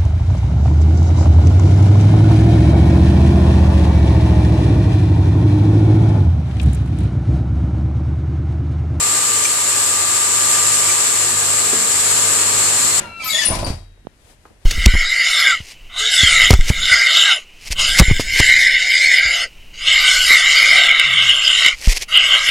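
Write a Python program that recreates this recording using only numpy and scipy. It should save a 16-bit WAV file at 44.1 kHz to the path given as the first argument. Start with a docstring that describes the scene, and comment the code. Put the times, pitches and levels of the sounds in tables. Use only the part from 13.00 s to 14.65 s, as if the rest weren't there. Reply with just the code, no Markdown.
"""Dry pivots squeal as a folding bus door swings shut, heard from inside the cabin.
Their stick-slip tones, mostly falling, ride on the gritty scrape of the guide in its track.
The leaves start with a hiss, shudder and thud home, leaving a thin steel ring.
Then come a double tap on the right microphone port, a soft rustle and a few small knocks,
all over a low cabin rumble."""
import sys
import numpy as np
from scipy import signal
from scipy.fft import rfft, irfft
from scipy.io import wavfile

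SR = 44100
rng = np.random.default_rng(int(sys.argv[2]) if len(sys.argv) > 2 else 0)


def bounce(signal):
    """Save signal as a 16-bit WAV file at the path given by the first command-line argument."""
    frames = np.transpose(np.atleast_2d(signal))
    limited = np.clip(frames, -1, 1)
    pcm = np.round(limited * 32767).astype(np.int16)
    wavfile.write(sys.argv[1], SR, pcm)


N = 72765
TIME = np.arange(N) / SR

# contour of the guide's scrape and of the squeaks it sheds: (time [s], relative level [dB])
SCRAPE_CONTOUR = [(0.1, -73), (0.13, -73.5), (0.244, -39), (0.444, -30), (0.522, -38), (0.558, -34.5),
                  (0.584, -43.5), (0.59, -37), (0.654, -49), (0.67, -36), (0.95, -86.5)]


def pivot_squeals(echo):
    """Pivots and rubber seals catch and slip in short squeals that jump from pitch to pitch."""
    # (start [s], length [s], first pitch [Hz], last pitch [Hz], relative level [dB],
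    #  loss per overtone [dB], pitch roughness [share], left over right [dB])
    grips = [(0.032, 0.047, 975, 950, -36.5, 25.5, 0.01, -5.5),
             (0.062, 0.097, 2260, 2345, -46.5, 25, 0.0065, 2),
             (.195, 0.1, 2360, 2290, -32.5, 18.5, 0.014, -8.5),
             (0.24, 0.032, 2600, 2900, -43.5, 18, 0.0064, 0),
             (.24, .07, 13250, 13220, -16, 40, 0.0004, 10.5), (0.23, 0.049, 1030, 1000, -41, 1, .012, -3),
             (.225, 0.028, 3220, 3120, -35, 11, .01, 3), (.255, .035, 1285, 1300, -28, 6.5, .006, 1),
             (.335, 0.043, 600, 650, -32, 22.5, 0.02, -5), (.228, .035, 4480, 4400, -38, 15, .008, 6),
             (.27, .06, 6930, 6850, -30.5, 25, .005, 9), (.277, 0.047, 4860, 4650, -29.5, 13.5, 0.011, 7.5),
             (.28, 0.077, 2290, 2270, -36, 3, .008, 7), (.285, .065, 2190, 2145, -28, 7.5, 0.0076, -1),
             (.293, .035, 3930, 3780, -23, 7, 0.0063, 11), (.325, .018, 3460, 3430, -20, 8, .008, 7),
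             (.34, .024, 3435, 3425, -15.5, 9, .005, 5), (.365, .048, 3530, 3400, -21.5, 11.5, .014, 13.5),
             (.33, 0.053, 1880, 1795, -26.5, 5, 0.0073, 2), (.377, .027, 1940, 1950, -22, 18, .006, -7.5),
             (0.41, 0.041, 1785, 1720, -26, 12, .01, 5), (.378, .06, 5050, 4860, -27, 23.5, .016, 19),
             (0.33, .055, 2740, 2690, -37.5, 14.5, 0.017, -1), (0.41, .032, 3060, 2930, -28, 7, .012, 6.5),
             (.447, .021, 9735, 9745, -17, 40.5, .0018, 9), (.474, 0.025, 9770, 9765, -19, 39.5, .0018, 9),
             (0.51, .03, 1000, 1200, -33, 6.5, .012, 0), (.532, .022, 1030, 1000, -26, 17, .015, -3.5),
             (0.52, 0.014, 820, 1020, -27, 11, 0.019, 5.5), (.627, 0.0062, 600, 582, -23, 20, .02, -2),
             (.665, .02, 770, 635, -31, 17, 0.017, -1), (.6445, .008, 4780, 4660, -21, 8, .032, 13)]
    return sum(squeal(echo, *grip) for grip in grips)


def pivot_creak(echo):
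    """One pivot drags in a long, sagging creak as the swing begins."""
    # creak contour: (time [s], pitch [Hz], relative level [dB])
    contour = [(0, 1404, -46), (.06, 1389, -41), (.11, 1357, -37), (.175, 1348, -34), (.205, 1342, -36),
               (.235, 1265, -42), (.25, 1275, -71.5)]
    # first three harmonics: (relative level [dB])
    harmonics_db = [-1, -2, -12]
    hz, db = in_time(contour)
    tone = stick_slip(hz, rough=.003, harmonics_db=harmonics_db)
    creak = tone * from_db(db - 1) * (TIME < contour[-1][0])
    return in_cabin(creak, echo, room_db=-6.5)[:, :N] * pan(7)


def squeal(echo, start, length, first_hz, last_hz, db, loss_db, rough, pan_db):
    """One grip of a dry contact: it catches, glides and lets go."""
    attack_s, release_s = min(.009, length / 3), .008
    t = np.arange(int((length + release_s) * SR)) / SR
    hz = np.interp(t, [0, length], [first_hz, last_hz])
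    grip = np.clip(t / attack_s, 0, 1) * np.clip((length - t) / release_s + .5, 0, 1)
    tone = grip * stick_slip(hz, rough, [-k * loss_db for k in range(4)])
    heard = from_db(db) * in_cabin(tone, echo, room_db=-3) * pan(pan_db)
    return np.pad(heard, ((0, 0), (int(start * SR), N)))[:, :N]


def stick_slip(hz, rough, harmonics_db):
    """A friction tone whose period and strength waver."""
    # treble EQ on the harmonics: (frequency [Hz], gain [dB])
    eq = [(5000, -0.5), (7000, 1), (10300, 3), (11800, -1), (13200, -10), (16000, -8)]
    jitter_hz, flutter_hz, flutter_db = 170, 52, 2.3
    wavering_hz = hz * (1 + rough * drift(jitter_hz, len(hz)))
    phase = 2 * np.pi * np.cumsum(wavering_hz) / SR
    tone = sum(from_db(db + at_hz(eq, k * hz.mean())) * np.sin(k * phase)
               for k, db in enumerate(harmonics_db, 1) if k * hz.max() < SR / 2)
    flutter = rms_one(from_db(flutter_db * drift(flutter_hz, len(hz))))
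    return np.sqrt(2) * tone * flutter


def guide_scrape():
    """The guide grinds along its track in a dense spray of grit."""
    # grit EQ: (frequency [Hz], gain [dB])
    eq = [(300, -15.5), (900, -2.5), (1500, -3.5), (2300, 4), (3200, -0.5), (5000, 4.5), (6500, -3),
          (8500, -2), (11000, -7), (13000, -17.5), (16000, -26.5)]
    grit = grains(per_s=2500, spread_db=1.5, room_db=1)
    return fader(SCRAPE_CONTOUR, trim_db=8.5) * colour(grit, eq)


def guide_squeaks(echo):
    """The guide sheds faint falling squeaks that follow the level of its scrape."""
    count, from_s, to_s, length_s = 30, .2, .45, .03
    low_hz, high_hz, sag = 2698, 8000, .04
    scrape_db, out = in_time(SCRAPE_CONTOUR)[0], 0
    for when, pitch, softness in rng.random((count, 3)):
        start = from_s + when * (to_s - from_s)
        hz = low_hz * (high_hz / low_hz) ** pitch
        db = np.interp(start, TIME, scrape_db) + 1 - 6 * softness
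        out += squeal(echo, start, length_s, hz, hz * (1 - sag), db, loss_db=10.5, rough=.0083, pan_db=9)
    return out


def leaf_rattle():
    """The loose leaves shudder until the door is home."""
    # rattle contour: (time [s], relative level [dB])
    contour = [(0, -35.5), (.06, -39.5), (.156, -51), (.242, -41.5), (.32, -46), (.40, -48), (.47, -38),
               (.512, -24.5), (.55, -29.5), (.62, -30.5), (.68, -30), (.72, -37), (.8, -51.5), (.95, -75)]
    # bass-heavy EQ: (frequency [Hz], gain [dB])
    eq = [(15, -24), (32, -9), (80, 0.5), (130, 1.5), (200, 4), (400, -3.5), (650, 1), (1050, -5),
          (1400, -8.5), (3000, -27), (8000, -43)]
    contacts = grains(per_s=630, spread_db=3.5, room_db=-2)
    return fader(contour, trim_db=1.5) * colour(contacts, eq)


def leaf_bumps(echo):
    """The leaves hit the frame; each hit booms in the body and clacks in a panel."""
    # hits on the frame: (time [s], thud gain [dB], clack gain [dB])
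    hits = [(.008, -47, -38), (.052, -48, -37), (.487, -30, -20.5), (.506, -22.5, -25.5),
            (.533, -23.5, -22.5), (.555, -27.5, -24), (.592, -24, -22), (.612, -26, -30), (.63, -23, -19),
            (.668, -30, -21), (.678, -23, -39), (.704, -17.5, -29)]
    # low modes of door and body: (frequency [Hz], relative level [dB], t60 [s])
    body_modes = [(38.7, -8.5, 0.86), (64.9, -10, .22), (76.5, -3, .25), (93, -6, .6), (101, -8, .22),
                  (121.2, -9, .27), (151, -11, .2), (179.7, -9, .18), (235.4, -12.5, .14),
                  (284.3, -14, .12)]
    # modes of a door panel: (frequency [Hz], relative level [dB], t60 [s])
    panel_modes = [(341.5, -9, 0.08), (560, -14, 0.033), (600, -6, 0.031), (653, -18.5, .09),
                   (804, -22.5, 0.13), (1003, -11, 0.059), (1950, -14.5, 0.021), (2480, -18.5, 0.034)]
    thud = clack = 0
    for start, thud_db, clack_db in hits:
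        snap = decay(start, t60=.02) * band(rng.standard_normal((2, N)), 1300, 8000) * pan(6)
        thud += from_db(thud_db) * strike(start, body_modes, spread_db=2)
        clack += from_db(clack_db) * (strike(start, panel_modes, spread_db=3) + from_db(-13) * snap)
    return thud + in_cabin(clack, echo, room_db=-7)[:, :N]


def rod_ring():
    """A steel rod on the left is left ringing by the last high squeal."""
    # rod modes: (frequency [Hz], level [dB], t60 [s])
    modes = [(3210, -54, 0.95), (3835, -47, 1.0), (4538, -33, .25), (4650, -32, 0.358), (4650, -35, .22),
             (9496, -38, .16)]
    return strike(start=.646, modes=modes, spread_db=0) * pan(21)


def port_taps():
    """Taps on the right microphone port: dry pressure pulses, each with a faint tick."""
    # (time [s], peak [dB], top of the thump's band [Hz])
    taps = [(1.05, -32.5, 407), (1.07, -13, 954)]
    out = np.zeros((2, N))
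    for start, db, top_hz in taps:
        click = -1.0 * (np.arange(N) == int(start * SR))
        muffle = signal.butter(2, .82 * top_hz, fs=SR, output="sos")
        thump = signal.sosfilt(muffle, band(click, 128, top_hz))
        tick = from_db(-29) * band(click, 2.7 * top_hz, 4.36 * top_hz)
        pulse = thump + tick
        out[1] += from_db(db) * pulse / np.abs(pulse).max()
    return out


def cabin_knocks():
    """Small dull knocks in the cabin, each a noise burst with a short tail."""
    # (time [s], peak [dB], rough band centre [Hz])
    knocks = [(.973, -48, 650), (1.453, -34, 1100), (1.454, -40, 400), (1.505, -38, 515), (1.508, -42, 220),
              (1.56, -48, 497)]
    out = 0
    for start, db, hz in knocks:
        burst = rng.standard_normal((2, N)) + rng.standard_normal(N)  # wide plus centred
        envelope = decay(start, t60=.025) + from_db(-13) * decay(start, t60=.22)
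        knock = band(burst * envelope, hz * .6, hz * 1.25)
        out += from_db(db) * knock / np.abs(knock).max()
    return out


def door_hiss():
    """A short hiss as the door starts, sinking to a faint bed."""
    # hiss contour: (time [s], level [dB])
    contour = [(0, -30.5), (.04, -37), (.08, -43), (.14, -49), (.25, -61)]
    # hiss EQ: (frequency [Hz], gain [dB])
    eq = [(150, -6), (800, -8.5), (1800, -1), (3500, -9), (7000, -14), (11000, -18), (15000, -39)]
    return fader(contour) * noise(eq)


def close_rustle():
    """A soft, close rustle swells and ebbs once the door is shut."""
    # rustle contour: (time [s], relative level [dB])
    contour = [(.95, -73), (1.14, -68.5), (1.24, -59.5), (1.31, -52.5), (1.378, -68), (1.46, -60.5),
               (1.58, -68.5), (1.65, -56.5)]
    # rustle EQ: (frequency [Hz], gain [dB])
    eq = [(100, -1.5), (600, 6), (1300, -4), (3000, -3), (6000, -6.5), (10000, -5), (15000, -21.5)]
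    return fader(contour, trim_db=4.5) * noise(eq)


def cabin_rumble():
    """A steady bed of low noise."""
    # rumble EQ: (frequency [Hz], gain [dB])
    eq = [(15, -22), (26, -8), (37, 1), (55, -7), (90, -8.5), (160, -18), (300, -22), (700, -29),
          (1500, -47), (6000, -55)]
    return from_db(-53) * noise(eq)


def cabin_echo():
    """Diffuse reflections of the cabin at each ear, the treble dying first."""
    predelay_s = .0047
    low = band(rng.standard_normal((2, N)), 110, 5900) * decay(predelay_s, t60=.35)
    high = band(rng.standard_normal((2, N)), 5000, 16000) * decay(predelay_s, t60=.28)
    return (low + high)[:, :SR // 2]


def in_cabin(x, echo, room_db):
    """A sound plus its reflections, set room_db relative to it."""
    x = np.atleast_2d(x)
    wet = signal.fftconvolve(x, echo, axes=1)
    direct = np.pad(x, ((0, 0), (0, echo.shape[1] - 1)))
    return direct + from_db(room_db) * wet * direct.std() / wet.std(axis=1, keepdims=True)


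def strike(start, modes, spread_db):
    """One blow sets each mode ringing with a strength of its own."""
    return sum(from_db(db + spread_db * rng.uniform(-1, 1)) * decay(start, t60)
               * np.sin(2 * np.pi * hz * (TIME - start)) for hz, db, t60 in modes)


def grains(per_s, spread_db, room_db):
    """Random small contacts of uneven size; a noise wash stands for their reflections."""
    clicks = (rng.random((2, N)) < per_s / SR) * rng.choice([-1, 1], (2, N))
    sizes = from_db(spread_db * np.minimum(rng.exponential(1, (2, N)), 4))
    return rms_one(clicks * sizes) + from_db(room_db) * rng.standard_normal((2, N))


def colour(pair, eq):
    """Two unrelated signals become an equalised stereo field, narrow in the bass; rms 1."""
    # stereo balance: (frequency [Hz], left over right [dB])
    balance = [(60, 0.5), (500, -2.5), (1200, 1), (2500, 7.5), (5000, 13), (10000, 10.5), (15000, 8.5)]
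    # likeness of the two sides: (frequency [Hz], correlation [0-1])
    likeness = [(50, 0.92), (150, 0.86), (350, 0.84), (800, 0.24), (1600, 0), (4000, 0.022), (10000, 0.04)]
    hz = np.arange(N + 1) * SR / (2 * N)
    mid, side = rfft(pair, 2 * N)
    alike = at_hz(likeness, hz)
    stereo = np.sqrt(1 + alike) * mid + np.sqrt(1 - alike) * side * [[1], [-1]]
    shaped = stereo * from_db(at_hz(eq, hz)) * pan(at_hz(balance, hz))
    return rms_one(irfft(shaped)[:, :N])


def noise(eq):
    """Smooth coloured stereo noise."""
    return colour(rng.standard_normal((2, N)), eq)


def drift(rate_hz, size):
    """Slow random wander with a spread of about 1, drawn at every tenth sample."""
    pole = np.exp(-20 * np.pi * rate_hz / SR)
    smoothed = signal.lfilter([1], [1, -2 * pole, pole * pole], rng.standard_normal(N // 5))
    settled = rms_one(smoothed[N // 10:])
    return np.interp(np.arange(size) / 10, np.arange(len(settled)), settled)


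def band(x, low_hz, high_hz):
    """Gentle band-pass."""
    sos = signal.butter(2, [low_hz, high_hz], "band", fs=SR, output="sos")
    return signal.sosfilt(sos, x + 1e-18)


def decay(start, t60):
    """Envelope that opens at start and falls 60 dB every t60 seconds."""
    return (TIME >= start) * from_db(-60 * np.maximum(TIME - start, 0) / t60)


def fader(contour, trim_db=0):
    """Gain that rides a level contour."""
    return from_db(in_time(contour)[0] + trim_db)


def in_time(rows):
    """Join the rows of a contour by straight lines."""
    times, *columns = np.transpose(rows)
    return [np.interp(TIME, times, column) for column in columns]


def at_hz(points, hz):
    """Read a curve on a log-frequency axis."""
    frequencies, values = np.transpose(points)
    return np.interp(np.log(hz + 1e-9), np.log(frequencies), values)


def pan(db):
    """Constant-power gains, left over right by db."""
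    gains = from_db(np.array([[.5], [-.5]]) * db)
    return gains / np.sqrt(np.mean(gains ** 2, axis=0))


def from_db(db):
    """Decibels to gain."""
    return 10 ** (np.asarray(db) / 20)


def rms_one(x):
    """Scale to rms 1."""
    return x / np.sqrt(np.mean(x ** 2) + 1e-20)


def scene():
    """Mix the door, the small close sounds and the cabin bed."""
    echo = cabin_echo()
    friction = pivot_creak(echo) + pivot_squeals(echo) + guide_squeaks(echo)
    sliding = (guide_scrape() + leaf_rattle()) * np.interp(TIME, [.88, 1.0], [1, 0])
    impacts = leaf_bumps(echo) + rod_ring() + cabin_knocks() + port_taps()
    return friction + sliding + impacts + door_hiss() + close_rustle() + cabin_rumble()


def record(dry):
    """A steep low-pass takes off the very top."""
    stop_hz = 16700
    return signal.sosfilt(signal.cheby2(12, 70, stop_hz, fs=SR, output="sos"), dry)


dry = scene()
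out = record(dry)
bounce(out)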